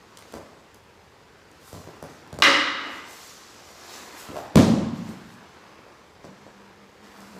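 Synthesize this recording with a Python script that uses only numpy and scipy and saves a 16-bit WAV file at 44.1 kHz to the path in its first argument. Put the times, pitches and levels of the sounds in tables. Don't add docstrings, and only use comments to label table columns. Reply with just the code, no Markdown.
import sys
import numpy as np
from scipy import signal
from scipy.fft import rfft, irfft, next_fast_len
from scipy.io import wavfile
from scipy.ndimage import uniform_filter1d, map_coordinates

SR = 44100
rng = np.random.default_rng(int(sys.argv[2]) if len(sys.argv) > 2 else 0)


def volts_from_decibels(level):
    exponent = np.asarray(level, float) / 20
    return 10 ** exponent


def to_wav(s):
    ch = np.atleast_2d(s).T
    pcm = np.round(np.clip(ch, -1, 1) * 32767)
    wavfile.write(sys.argv[1], SR, pcm.astype(np.int16))


N = 326207

# delay_s, level_db
FIRST_ECHOES = [(.0045, -16), (.013, -3), (.018, -8), (.025, -10), (.031, -10), (.036, -8), (.043, -9)]
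# pitch_hz, t60_s
HALL_DECAY = [(45, 0.36), (70, .5), (100, 0.35), (180, 1.27), (500, 0.81), (1400, 1.255), (3700, 1.06),
              (7000, 0.74), (14000, 0.4)]

# pitch_hz, density_db (per Hz)
AIR_SPECTRUM = [(12, -50), (20, -23), (32, -12), (59, -7.5), (76, -3), (144, -9), (196, -8.5), (289, -15),
                (465, -7), (686, -18.5), (857, -13.5), (1230, -26), (1670, -18.5), (15500, -43)]
AIR_DB = -55.5
# pitch_hz, width_hz, level_db
HUM_MODES = [(200, 11.5, 12), (442.6, 40, 2.5)]
# loudest_s, rise_s, fall_s, level_db
HUM_SWELLS = [(6.3, .05, .2, -54), (6.42, .1, .03, -56), (6.56, .05, .2, -52), (6.85, .06, .04, -55),
              (7.05, .08, .08, -50), (7.2, .04, .3, -49), (7.32, .1, .2, -51)]

# start_s, knock_db, slap_db,
# slap_hz
TOE_TOUCHES = [(.15, -56, -59, 5000), (.1725, -50, -28.5, 4800), (.19, -41, -36, 8000),
               (0.2236, -46, -35, 1900), (.745, -57, -38, 6000), (1.515, -46, -43, 6000),
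               (2.275, -48, -44, 5500), (2.305, -56, -47, 5500), (2.987, -49, -47, 8920),
               (3.705, -40, -48, 5000), (4.366, -36, -25, 1000), (5.79, -38, -60, 3000),
               (5.865, -37, -60, 3000), (5.9, -44, -60, 3000), (6.25, -36, -42, 5000),
               (6.465, -33, -53, 3970)]
# start_s, thud_db, thud_hz, knock_db, slap_db
STAMPS = [(.324, -46, 300, -42, -36), (0.3346, -49, 300, -35, -50), (.339, -47, 200, -25, -34.5),
          (.348, -42, 80, -31.5, -52), (.37, -45, 296, -33, -50), (.384, -43, 294, -37, -52),
          (1.729, -34.5, 95, -29.5, -35), (1.748, -35, 130, -31, -55), (1.8735, -34.5, 252, -31, -51),
          (2.026, -35, 172, -25, -33.5), (2.328, -30, 123, -29, -31.5), (2.388, -30, 127, -21.5, -28),
          (4.287, -35.5, 115, -34, -50), (5.09, -28, 250, -49, -39), (6.243, -39.5, 150, -31, -55),
          (7.205, -41, 250, -43, -38.5), (7.35, -41, 250, -39, -55), (7.365, -43, 250, -34, -51)]
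# pitch_hz, width_hz, level_db
HEEL_MODES = [(292, 200, 0.5), (602, 184, 3.5), (1020, 390, -3.5), (1900, 940, -11.5)]
# pitch_hz, width_hz, level_db
FLOOR_MODES = [(95, 21, 3), (126, 130, -31), (180, 8.9, -10), (250, 77, 7), (548, 57, 9), (1140, 230, 17.5)]
ARM_SLAP_HZ, SOLE_SLAP_HZ = 3800, 5160
TOE_THUD_HZ, TOE_THUD_DB = 300, -15

# fastest_s, rise_s, fall_s, scrape_db,
# hiss_over_scrape_db
SLIDES = [(.36, 0.28, 0.18, -60, -5), (1.68, 0.075, 0.23, -58.5, 4), (1.77, 0.13, 0.16, -55.5, -9),
          (2.11, 0.15, 0.17, -59, -4.5), (2.968, 0.17, 0.062, -56.5, -4), (3.104, .04, 0.24, -53, 0),
          (3.25, 0.25, .4, -49.5, -7.5), (3.708, 0.26, 0.25, -59, -3), (3.948, .16, 0.27, -46.5, -6.5),
          (4.198, 0.064, 0.15, -49.5, 0.5), (4.375, 0.046, 0.12, -54.5, -0.5),
          (4.61, 0.017, 0.12, -37.5, -15), (4.97, .05, .3, -58, -7), (5.09, 0.07, 0.16, -58, -3.5),
          (5.33, .15, .1, -65.5, 0), (5.5, .3, .9, -68, -9), (6.25, 0.017, .04, -60, -14),
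          (6.46, .2, .3, -67, -16), (7.04, 0.016, .4, -63, -7), (7.19, .15, .5, -67, 2),
          (7.4, 0.27, .3, -61, -3)]
# pitch_hz, density_db (per Hz)
HISS_SPECTRUM = [(3000, -31), (5000, -30), (7500, -2), (10000, -5.5), (13000, -4.5), (15300, -10),
                 (16000, -30)]
# pitch_hz, density_db (per Hz)
SCRAPE_SPECTRUM = [(1500, -22), (2500, -7.5), (3500, -4), (4300, -2), (6000, -2.5), (7800, -6), (8400, -15),
                   (12000, -22), (16000, -62)]
CREEP_DB, CREEP_HISS_DB = -69.5, -81
HISS_GROWS = 1.42
# fastest_s, rise_s, fall_s, level_db
CLOTH_SWINGS = [(.36, 0.5, .25, -54), (1.96, 0.76, 0.66, -54), (2.9, 0.42, .25, -41),
                (3.6, 0.72, 0.58, -52.5), (3.948, 0.19, 0.57, -45.5), (4.2, 0.28, 0.4, -46.5),
                (4.37, 0.11, 0.26, -47), (4.575, .004, 0.062, -27), (5.06, .12, 0.53, -49),
                (5.72, 0.81, .4, -52.5), (6.25, .04, .1, -52.5), (6.44, 0.25, 0.45, -55.5),
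                (7.04, 0.022, 1.3, -52), (7.4, 0.83, .4, -53.5)]
# pitch_hz, density_db (per Hz)
CLOTH_SPECTRUM = [(120, -43), (200, -1.5), (322, 2.5), (573, -2.5), (1050, 2), (2450, -7.5), (4000, -15),
                  (5200, -15), (8800, -120)]
DRAPE_DB = -58.5

# start_s, level_db, contact_ms
CLASH = [
    (2.4221, -0.5, 0.041),
    (2.4241, -3.5, 0.052),
    (2.4266, -5.5, 0.06),
    (2.429, -10, .055),
    (2.4322, -8, 0.057),
]
# pitch_hz, width_hz, level_db
BLADE_MODES = [(1236, 213, 3), (1600, 140, 2), (2032, 173, 6), (2435, 81, 0.5), (2900, 175, 4.5),
               (3250, 46, 4), (3830, 640, -0.5), (4230, 33, -11), (4930, 1300, -6), (6800, 1200, -48),
               (9600, 3500, -40)]
GRIND_DB, GRIND_T60_S = -5.5, 0.03
# start_s, level_db
BIND = [
    (2.43, -25),
    (2.469, -19),
    (2.52, -23.5),
]
# pitch_hz, width_hz, level_db
SHAFT_MODES = [(294, 18.6, -6), (549, 22.6, 2.5), (785, 30, -12)]

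# time_s, pitch_hz, level_db
SKID = [(4.282, 178.4, -52), (4.299, 252.3, -28), (4.34, 479.3, -31), (4.37, 679.4, -24),
        (4.391, 647, -24.5), (4.405, 732, -36.5), (4.44, 872, -37), (4.49, 920, -43)]
# start_s, thud_db, thud_hz, knock_db, slap_db
FALL = [
    (4.547, -29, 230, -58, -60),
    (4.5553, -23, 390, -19, -32),
    (4.5572, -4, 219.6, -8.5, -6),
]


def unit(x):
    return x / np.sqrt(np.mean(x ** 2) + 1e-20)


def peak(x):
    return x / np.abs(x).max()


def along(points, hz):
    f, v = np.transpose(points)
    return np.interp(np.log(hz + 1), np.log(f + 1), v)


def filtered(x, response):
    m = next_fast_len(len(x) + 8192)
    return irfft(rfft(x, m) * response(np.fft.rfftfreq(m, 1 / SR)), m)[:len(x)]


def resonant(x, modes):
    def response(hz):
        total = 0
        for k, (centre, width, db) in enumerate(modes):
            damping = 1j * hz * width
            total = total + (-1) ** k * volts_from_decibels(db) * damping / (centre ** 2 - hz ** 2 + damping)
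        return total
    return filtered(x, response)


def wobble(rate):
    knots = rng.standard_normal(int(N * rate / SR) + 4)
    return map_coordinates(knots, [np.arange(N) * rate / SR])


def rush(spectrum, grain_db, patchy_db=0):
    z = signal.stft(rng.standard_normal(N), nperseg=512)[2]
    field = uniform_filter1d(rng.standard_normal(z.shape), size=3, axis=0)
    field = uniform_filter1d(field, size=20, axis=1)
    patched = signal.istft(z * volts_from_decibels(patchy_db * unit(field)), nperseg=512)[1][:N]
    grainy = patched * volts_from_decibels(grain_db * wobble(300))
    return unit(filtered(grainy, lambda hz: volts_from_decibels(along(spectrum, hz))))


def swells(rows, rest_db, grows=1, extra_db=0):
    s, rise, fall, db = np.transpose(rows)[:4, :, None]
    t = np.arange(0, N + 64, 64) / SR
    shape_db = -10 * np.maximum((s - t) / np.abs(rise), (t - s) / np.abs(fall))
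    power = volts_from_decibels(rest_db) ** 2 + np.sum(volts_from_decibels(db + extra_db + grows * shape_db) ** 2, axis=0)
    return np.interp(np.arange(N) / SR, t, np.sqrt(power))


def hall(walls_db, tail_db):
    answer = np.zeros(SR // 10)
    if tail_db is not None:
        hz, t, z = signal.stft(rng.standard_normal(5 * SR // 4), SR, nperseg=256)
        decay = volts_from_decibels(-60 * t / along(HALL_DECAY, hz)[:, None])
        tail = signal.istft(z * decay, SR, nperseg=256)[1]
        tail = tail * np.clip((np.arange(len(tail)) / SR - .009) / 0.0053, 0, 1)
        answer = volts_from_decibels(tail_db) * tail / np.linalg.norm(tail)
    answer[0] = 1
    for s, db in FIRST_ECHOES:
        answer[round(s * SR)] += volts_from_decibels(db + walls_db)
    return answer


def add(track, s, sound, walls_db, tail_db):
    heard = signal.fftconvolve(sound, hall(walls_db, tail_db))
    start = round(s * SR)
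    track[start:start + len(heard)] += heard[:N - start]


def room_tone():
    hum = np.zeros(N)
    for hz, width, db in HUM_MODES:
        phase = 2 * np.pi * np.cumsum(hz + .55 * width * wobble(30)) / SR
        hum += volts_from_decibels(db + 2.6 * wobble(20)) * np.sin(phase)
    air = volts_from_decibels(AIR_DB + 0.1 * wobble(2.8)) * rush(AIR_SPECTRUM, grain_db=1.0)
    return air + swells(HUM_SWELLS, rest_db=-94) * unit(hum)


def shuffle():
    hiss_over_scrape_db = np.array(SLIDES)[:, -1:]
    hiss_gain = swells(SLIDES, CREEP_HISS_DB, HISS_GROWS, hiss_over_scrape_db)
    hiss = hiss_gain * rush(HISS_SPECTRUM, grain_db=1.0, patchy_db=1.5)
    scrape_gain = volts_from_decibels(2.0) * swells(SLIDES, CREEP_DB)
    scrape = scrape_gain * rush(SCRAPE_SPECTRUM, grain_db=1.0, patchy_db=1.8)
    cloth_gain = volts_from_decibels(1.0) * swells(CLOTH_SWINGS, DRAPE_DB)
    cloth = cloth_gain * rush(CLOTH_SPECTRUM, grain_db=1.5, patchy_db=1.5)
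    return hiss + scrape + cloth


def thuds(rows, board_db, crackle_db, top_db, walls_db, tail_db):
    out, t = np.zeros(N), np.arange(SR // 4) / SR
    tap = 1. * (t == 0)
    knock = peak(resonant(t * np.exp(-t / .00012), HEEL_MODES))
    for s, db, thud_hz, knock_db, slap_db, slap_hz in rows:
        u = 2 * np.pi * thud_hz * t
        push = np.sin(u) * u * np.exp(-u / 2.6)
        push = peak(push + volts_from_decibels(board_db) * resonant(push, FLOOR_MODES))
        skin = [(slap_hz, 0.84 * slap_hz, 0), (2.14 * slap_hz, 3.4 * slap_hz, top_db)]
        slap = peak(resonant(tap, skin))
        contact = volts_from_decibels(db) * push + volts_from_decibels(knock_db) * knock + volts_from_decibels(slap_db) * slap
        add(out, s, contact, walls_db, tail_db)
        patter = volts_from_decibels(-60 * t / 0.017) * rng.standard_normal(len(t))
        crackle = peak(resonant(patter, skin))
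        add(out, s, volts_from_decibels(slap_db + crackle_db) * crackle, walls_db, None)
    return out


def toes():
    touches = [(s, db + TOE_THUD_DB, TOE_THUD_HZ, db, *slap) for s, db, *slap in TOE_TOUCHES]
    return thuds(touches, board_db=-5, crackle_db=-4, top_db=-18, walls_db=-6, tail_db=-4)


def stamps():
    rows = [(*row, SOLE_SLAP_HZ) for row in STAMPS]
    return thuds(rows, board_db=-5, crackle_db=-2, top_db=-13, walls_db=-2, tail_db=-2)


def swords():
    out, t = np.zeros(N), np.arange(SR // 4) / SR
    for k, (s, db, ms) in enumerate(CLASH):
        ring = peak(resonant(t * np.exp(-1000 * t / ms), BLADE_MODES))
        add(out, s, volts_from_decibels(db) * ring, walls_db=-5.5, tail_db=None if k else 9)
    grit = uniform_filter1d(rng.standard_normal(len(t)), size=5)
    grind = resonant(volts_from_decibels(-60 * t / GRIND_T60_S) * grit, BLADE_MODES)
    add(out, CLASH[0][0], volts_from_decibels(GRIND_DB) * peak(grind), walls_db=-6, tail_db=None)
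    for s, db in BIND:
        knock = resonant(t / .0004 * np.exp(-t / 0.00099), SHAFT_MODES)
        add(out, s, volts_from_decibels(db) * peak(knock), walls_db=7.5, tail_db=2.5)
    return out


def skid():
    s, hz, db = np.transpose(SKID)
    t = np.arange(N) / SR
    slip = np.cumsum(65 * (1 + 0.18 * wobble(40)) / SR) % 1
    pitch_hz = np.interp(t, s, hz) * (1 + 0.121 * wobble(150))
    tone = np.sin(2 * np.pi * np.cumsum(pitch_hz) / SR)
    level = volts_from_decibels(np.interp(t, s, db, left=-200, right=-200))
    grit = 0.93 + .3 * wobble(500)
    close = level * np.exp(-2.5 * slip) * tone * grit
    return signal.fftconvolve(close, hall(walls_db=-7.0, tail_db=-4.0))[:N]


def body_fall():
    rows = [(*row, ARM_SLAP_HZ) for row in FALL]
    return thuds(rows, board_db=-1.5, crackle_db=-7.0, top_db=-10.5, walls_db=-2.5, tail_db=3.5)


def scene():
    return (room_tone() + shuffle() + toes() + stamps() + swords() + skid() + body_fall())[None]


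def low_pass(x):
    return signal.sosfilt(signal.butter(12, 16420, fs=SR, output="sos"), x)


def record(dry):
    def microphone(hz):
        bass_cut = (1j * hz / (32 + 1j * hz)) ** 3
        return bass_cut / (1 + (hz / 15450) ** 80)
    heard = filtered(dry[0], microphone)[None]
    held = heard / (1 + np.abs(heard / 1.05) ** 6) ** (1 / 6)
    return low_pass(held)


dry = scene()
out = record(dry)
to_wav(out)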